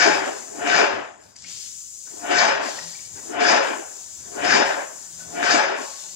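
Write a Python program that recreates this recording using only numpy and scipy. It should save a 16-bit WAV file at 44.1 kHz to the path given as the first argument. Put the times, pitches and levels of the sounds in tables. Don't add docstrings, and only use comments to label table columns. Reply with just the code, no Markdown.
import sys
import numpy as np
from scipy import signal
from scipy.fft import rfft, irfft, next_fast_len
from scipy.io import wavfile
from scipy.ndimage import uniform_filter1d, map_coordinates

SR = 44100
rng = np.random.default_rng(int(sys.argv[2]) if len(sys.argv) > 2 else 0)


def pcm_store(signal):
    levels = np.round(np.clip(np.atleast_2d(signal), -1, 1) * 32767)
    wavfile.write(sys.argv[1], SR, levels.astype(np.int16).T)


N = 271270

# slap_s, slap_db (relative), motor_db, extra_treble_db, extra_bass_db,
# slow_start_db (extra level until 0.28 s before the slap), run_down (length, times the usual)
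STROKES = [(0.0204, -15.5, 0.3, 4.5, 1, 0, 0.98), (0.7494, -26, -0.3, 2, 1, -11, 0.91),
           (2.387, -6.5, -0.1, 3.5, -1, -1, 1.044), (3.481, -13, 0.33, 2.6, -0.7, 4.5, 0.96),
           (4.5201, -13.5, -0.24, 4, 5.5, -6.5, 0.99), (5.5069, -11, -0.24, 4.1, -3.5, 1.5, 1.002)]
# pitch_hz, level_db (relative)
JET_COLOUR = [(4000, -45), (4800, -19), (5150, -14), (5500, -13.5), (6050, -5), (6450, -4.5), (6800, -1),
              (7150, 1), (7600, -4), (8100, -10.5), (9500, -23), (11000, -39)]
# pitch_hz, level_db (relative)
MIST_COLOUR = [(7000, -1), (9000, -0.9), (11000, -8), (13000, -10.5), (16000, -12.5)]


def gun():
    # opens_s, shuts_s, build_up_s, jet_db, mist_db (against the jet),
    # first_splash_db and last_splash_db (against the jet, as it opens and as it shuts)
    passes = [(-.1, 0.675, .03, -42, -12, -1, -17), (1.17, 1.306, .08, -64, -0.5, 3, -2),
              (1.355, 1.456, .005, -50.5, -26, -8, -2), (1.451, 2.31, .06, -41.5, -10.5, -7, -17),
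              (2.605, 3.318, 0.037, -41, -11, 1, -15), (3.617, 4.452, .025, -41.5, -10.5, -20.5, -9.5),
              (4.642, 5.524, 0.023, -42, -10, -19, -9), (5.746, 6.3, 0.049, -41, -10.5, -3.5, -10)]
    # pitch_hz, level_db (relative)
    splash_colour = [(250, -35.5), (500, -25), (1000, -22), (2000, -12), (3000, -8), (4000, -3.5),
                     (5000, 0.5), (6000, -3)]
    fade_db_per_s = 165
    t = np.arange(N) / SR
    jet_gain, mist_gain, splash_gain = np.zeros((3, N))
    for opens, shuts, build, jet_db, mist_db, first_db, last_db in passes:
        opening = np.minimum(np.maximum(t - opens, 0) / build, 1)
        since_shut = np.maximum(np.maximum(t, opens) - shuts, 0)
        flow = opening * amp(jet_db - fade_db_per_s * since_shut)
        jet_gain += flow
        mist_gain += flow * amp(mist_db)
        splash_gain += flow * amp(np.interp(t, [opens, shuts], [first_db, last_db]))
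    jet = jet_gain * rush(JET_COLOUR, patchy_db=0.5, grain_db=0.2, grain_rate=450)
    mist = mist_gain * rush(MIST_COLOUR, patchy_db=1.0, grain_db=0.3, grain_rate=490)
    splash = splash_gain * rush(splash_colour, patchy_db=1.8, grain_db=1.0, grain_rate=270)
    splash = amp(2.1 * wobble(6)) * splash
    return amp(0.91 * wobble(25)) * (jet + mist + splash)


def pump():
    # pitch_hz, level_db (relative)
    rumble_colour = [(350, -43), (470, -12.5), (560, -2.5), (690, -2.5), (780, -4), (860, -2.5),
                     (1000, -7.5), (1150, -10), (1400, -13)]
    rattle_colour = [(900, -17), (1250, -6.5), (1600, 1.5), (1900, -2.5), (2150, -8.5), (2400, -6.5),
                     (3000, -11), (3500, -16.5), (4000, -21.5), (4600, -45)]
    brush_colour = [(3200, -11.5), (3750, 2), (4100, -2), (4800, 6.5), (5300, 6), (5800, -1), (6500, 3),
                    (7100, -5), (8000, -79), (10000, -49.5)]
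    thrum_colour = [(90, -32.5), (170, -14.5), (220, -5), (290, 1.4), (390, 2.5), (450, 1), (560, -34.5)]
    rumble, rattle, brush, thrum, top, fine = strokes()[:6]
    noise = rush(rumble_colour, patchy_db=1.5, grain_db=-0.8, grain_rate=150)
    out = rumble * (noise + casing_tones())
    out += rattle * rush(rattle_colour, patchy_db=1.5, grain_db=1.16, grain_rate=200)
    out += brush * rush(brush_colour, patchy_db=1.5, grain_db=0.5, grain_rate=320)
    out += thrum * rush(thrum_colour, patchy_db=3.5, grain_db=1.2, grain_rate=72)
    out += top * rush(JET_COLOUR, patchy_db=3.5, grain_db=1.7, grain_rate=150)
    out += fine * rush(MIST_COLOUR, patchy_db=1.3, grain_db=-5.2, grain_rate=400)
    return amp(0.37 * wobble(22.22)) * out


def casing_tones():
    # pitch_hz, level_db (relative), after_slap_s, length_s (spread of the bell-shaped swell)
    modes = [(292.2, -0.5, -0.087, 0.013), (710, 0.5, -0.059, 0.071), (1447, -2, -0.138, 0.016),
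             (1525, 4, -.02, 0.02), (697, -0.5, -0.14, 0.09), (300, 1.5, -0.164, 0.014),
             (1729, -0.5, -0.0021, 0.031), (678, 0, 0.056, 0.011), (850, -1, 0.101, 0.021),
             (548, -2.5, 0.14, 0.016), (390, -10, 0.17, 0.053), (2376, -10, 0.022, 0.068),
             (900, -7.5, 0.16, 0.03), (1355, -15, -0.041, 0.021), (1595, -19.5, 0.31, 0.047),
             (1920, -7, -0.089, 0.035), (2297, -10.5, -0.028, 0.078), (3740, -19, 0.04, .05),
             (4740, -20, 0.089, 0.025), (5200, -24, -0.045, 0.05), (5090, -19, 0.1, 0.051),
             (2970, -12.5, -0.069, 0.05), (6390, -16, -0.03, 0.055), (6660, -16.5, 0.032, 0.041)]
    t = np.arange(-SR // 3, SR // 2) / SR
    tones = np.zeros((2, N + 2 * SR))
    for slap, *_ in STROKES:
        first = SR + round(slap * SR) - SR // 3
        for hz, db, after, length in modes:
            size, slide, turn = rng.standard_normal((3, 2, 1))
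            swell = amp(db + 2.0 + 0.92 * size) * np.exp(-.5 * ((t - after) / length) ** 2)
            cycles = hz * (1 + 0.00394 * slide) * t + turn
            tones[:, first:first + len(t)] += swell * np.sin(2 * np.pi * cycles)
    return tones[:, SR:SR + N]


def strokes():
    # after_slap_s, then the levels casing_rumble_db, gear_rattle_db, brush_hiss_db,
    # frame_thrum_db, top_hiss_db, finest_hiss_db, floor_boom_db, low_hum_db (all relative)
    shape = [(-.335, -79.5, -74, -85, -80, -90, -95, -73, -85),
             (-.315, -64, -59.5, -68, -60, -85, -93, -83, -79),
             (-.22, -54, -63, -78, -50, -80, -90, -76, -66),
             (-.17, -46.5, -50, -60.5, -44, -75, -84, -75, -66),
             (-.14, -38.5, -40.5, -62, -39, -63, -76.5, -65, -60),
             (-.088, -33, -31, -57.5, -38, -59.5, -70, -63, -55),
             (-.074, -29, -26, -39.5, -34.5, -43, -71.5, -61.5, -59),
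             (-.02, -31, -22.5, -34, -33, -43, -65.5, -54, -47),
             (.005, -27, -20.5, -28, -37, -43.5, -56.5, -54, -41.5),
             (.04, -22, -21.5, -30.5, -29.5, -39, -70, -64, -43),
             (0.101, -24.5, -23.5, -36, -30, -45.5, -63.5, -69, -55),
             (.16, -29.5, -27.5, -41.5, -41.5, -55, -70, -63.5, -51.5),
             (0.271, -32.5, -35, -53, -40, -60, -78, -76.5, -73),
             (.45, -52, -56, -71.5, -60.5, -61, -80, -83, -81),
             (.62, -64, -65.5, -66, -71, -64, -83, -91, -81),
             (1.1, -83.5, -82, -89, -96, -80, -93, -93, -87.5)]
    s, *layers = np.transpose(shape)
    gains = np.zeros((len(layers), N))
    for slap, _, motor_db, treble_db, bass_db, start_db, run_down in STROKES:
        t = np.arange(N) / SR - slap
        t = np.where(t > 0, t / run_down, t)
        level_db = motor_db + np.where(t < -0.28, start_db, 0)
        extra_db = [0, 0, treble_db, 0, treble_db, treble_db, bass_db, bass_db]
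        for gain, layer_db, extra in zip(gains, layers, extra_db):
            gain += amp(np.interp(t, s, layer_db, left=-120, right=-120) + level_db + extra)
    return gains


def valve():
    seat_hz = (4500, 4790, 5095)
    out, t = np.zeros(N + SR), np.arange(SR // 8) / SR
    attack = 1 - np.exp(-t / 0.00059)
    for slap, db, *_ in STROKES:
        ring = 0
        for hz in seat_hz:
            ring = ring + amp(rng.normal(0, 1.6) - 60 * t / 0.024) * np.sin(2 * np.pi * hz * t)
        out[round(slap * SR):][:len(t)] += amp(db - 9.0) * attack * ring
    return out[:N]


def knocks():
    # start_s, level_db (relative), pitch_hz, t60_s, roughness (0-1)
    hits = [(1.357, -39.5, 2080, 0.048, 0.66), (1.44, -33, 2175, 0.056, 0.5),
            (1.457, -38, 2440, 0.063, 0.53), (1.468, -41.5, 2850, 0.053, 0.64),
            (2.069, -48, 1490, 0.18, 0.5), (2.786, -21.5, 1895, 0.037, 0.47), (2.947, -32, 2330, 0.045, .4),
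            (2.99, -33, 2280, 0.032, .3), (3.171, -44, 1560, 0.1, 0.5), (3.184, -41, 1950, 0.1, 0.44),
            (5.188, -55, 1600, .07, .4), (5.202, -39, 1504, 0.1, 0.04), (5.785, -29, 1090, 0.11, .1),
            (5.875, -32.5, 867, 0.09, 0.16), (6.045, -47, 877, 0.13, 0.24)]
    out, t = np.zeros(N + SR), np.arange(SR // 8) / SR
    attack = 1 - np.exp(-t / 0.0042)
    for s, db, hz, t60, share in hits:
        grit = unit(np.convolve(rng.standard_normal(len(t)), np.hanning(60), "same"))
        rough = 1 - share + share * grit
        ring = attack * rough * np.sin(2 * np.pi * hz * t)
        out[round(s * SR):][:len(t)] += amp(db - 60 * t / t60) * ring
    return out[:N]


def spits():
    # start_s, level_db (relative)
    times = [(1.238, -45), (1.2634, -49), (1.3638, -33), (1.3868, -40.5), (1.4224, -33), (1.44, -31)]
    # pitch_hz, level_db (relative)
    puff_colour = [(1, -60), (2500, -37), (4500, 6), (7500, 3.5), (9500, -21), (16000, -36)]
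    out, t = np.zeros(N + SR), np.arange(SR // 8) / SR
    for s, db in times:
        out[round(s * SR):][:len(t)] += amp(db - 2.0 - 60 * t / 0.022) * rng.standard_normal(len(t))
    return filtered(out[:N], lambda hz: amp(along(puff_colour, hz)[0]))


def air():
    # time_s, level_db (relative)
    room_levels = [(0, -68), (1.4, -65), (1.5, -59.5), (1.8, -65.5), (2.9, -67), (3.13, -58), (3.3, -71),
                   (3.9, -71.5), (4.25, -59), (4.9, -72.5), (5.26, -60), (5.8, -73), (6.15, -64.5)]
    # pitch_hz, level_db (relative)
    drone_colour = [(15, -35.5), (30, -22), (50, -16), (90, -0.5), (130, -6), (250, -9.5), (400, -17),
                    (700, -20), (1500, -24), (3000, -40)]
    boom = strokes()[6]
    room_db = np.interp(np.arange(N) / SR, *np.transpose(room_levels))
    gain = (boom + amp(room_db)) * amp(1.5 + 0.63 * wobble(5))
    return gain * rush(drone_colour, patchy_db=3.0, grain_db=-1.0, grain_rate=6)


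def low_hum():
    # peak_s, level_db (relative), length_s (spread of the bell-shaped swell)
    hum_swells = [(1.498, -53, 0.032), (2.87, -46.5, 0.033), (5.267, -48.5, 0.1), (6.12, -60, 0.089)]
    t = np.arange(N) / SR
    gain = amp(-76) + strokes()[7]
    for s, db, length in hum_swells:
        gain += amp(db) * np.exp(-.5 * ((t - s) / length) ** 2)
    tone = np.sin(2 * np.pi * np.cumsum(166 + 2.43 * wobble(9.7)) / SR)
    return gain * amp(-4.5 + 2.1 * wobble(12)) * tone


def thin_whine():
    # start_s, end_s, pitch_hz (centre), level_db (relative, centre)
    start, end, hz, db = (5.84, 6.12, 4020, -61)
    t = np.arange(N) / SR
    fade = np.clip(np.minimum(t - start, end - t) / .03, 0, 1)
    tone = np.sin(2 * np.pi * np.cumsum(hz + 50 * wobble(40)) / SR)
    return fade * amp(db + 4 * wobble(40)) * tone


def room(x):
    # pitch_hz, t60_s
    decay = [(200, .6), (2000, 1), (8000, 0.42)]
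    hz, t, z = signal.stft(rng.standard_normal((2, SR // 2)), SR, nperseg=256)
    t60 = along(decay, hz)[0][:, None]
    tail = signal.istft(z * amp(-60 * t / t60), SR, nperseg=256)[1]
    tail /= np.linalg.norm(tail[0])
    return x + amp(-6.5) * signal.fftconvolve(x[None], tail, axes=1)[:, :N]


def ports(pair):
    # pitch_hz, likeness (0-1), right_leads_rad, left_minus_right_db (before the ripples)
    port_pair = [(40.4, 0.7, -0.8, 8.5), (170, 0.97, 0.93, 6.5), (360, 0.97, 1.78, 6), (572, 0.56, 5, -5.5),
                 (674, 0.7, 1.5, 7), (780, 0.8, 1, -1), (1060, 0.54, 2, 12), (1404, 0, -7.5, 0.5),
                 (1540, 0.3, -2.2, 20.5), (1650, 1, 1.5, 6), (2360, 0.25, 2, 8), (2970, 0, -3.5, 5.5),
                 (4000, .15, -1.5, 7.5), (5000, 1, 2, 6), (7000, 0.4, 1, 10.5), (8300, 0, -0.5, 3),
                 (11000, .15, -2.5, -2.5), (13800, .12, 5.5, -8)]

    def mix(hz):
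        alike, lead, balance_db = along(port_pair, hz)
        alike = np.clip(alike, 0, 1)
        right = amp(-balance_db / 2)
        even = 2 / np.sqrt(right ** 2 + right ** -2 + 2 * alike * np.cos(lead))
        depth_db = 2.8 * hz / (hz + 1500)
        curves = [map_coordinates(rng.standard_normal(1200), [hz / 22]) for _ in pair]
        ripple = amp(depth_db * np.array(curves))[:, None]
        to_left = [1 / right, 0 * hz]
        to_right = [right * alike * np.exp(1j * lead), right * np.sqrt(1 - alike ** 2)]
        return even * ripple * np.array([to_left, to_right])
    return filtered(pair, mix).sum(axis=1)


def rush(spectrum, patchy_db, grain_db, grain_rate):
    noise = rng.standard_normal((2, N)) * amp(grain_db * wobble(grain_rate))
    z = signal.stft(noise, nperseg=512)[2]
    field = uniform_filter1d(rng.standard_normal(z.shape[1:]), size=3, axis=0)
    field = uniform_filter1d(field, size=8, axis=1)
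    pair = signal.istft(z * amp(patchy_db * unit(field)), nperseg=512)[1][:, :N]
    ends = [(0.83, -120)] + list(spectrum) + [(SR / 2, -120)]
    return unit(filtered(pair, lambda hz: amp(along(ends, hz)[0])))


def wobble(rate):
    knots = rng.standard_normal(int(N * rate / SR) + 4)
    return map_coordinates(knots, [np.arange(N) * rate / SR])


def filtered(x, response):
    m = next_fast_len(N + 8192)
    return irfft(rfft(x, m) * response(np.fft.rfftfreq(m, 1 / SR)), m)[..., :N]


def along(points, hz):
    f, *cols = np.transpose(points)
    return [np.interp(np.log(hz + 1), np.log(f + 1), c) for c in cols]


def amp(db):
    return 10 ** (np.asarray(db) / 20)


def unit(x):
    return x / np.sqrt(np.mean(x ** 2) + 1e-20)


def scene():
    clicks = room(valve() + knocks() + spits())
    background = air() + low_hum() + thin_whine()
    return ports(gun() + pump() + clicks + background)


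def record(dry):
    top_hz = 15800
    rounded = dry / (1 + np.abs(dry / .9) ** 5) ** (1 / 5)
    return filtered(rounded, lambda hz: hz < top_hz)


dry = scene()
out = record(dry)
pcm_store(out)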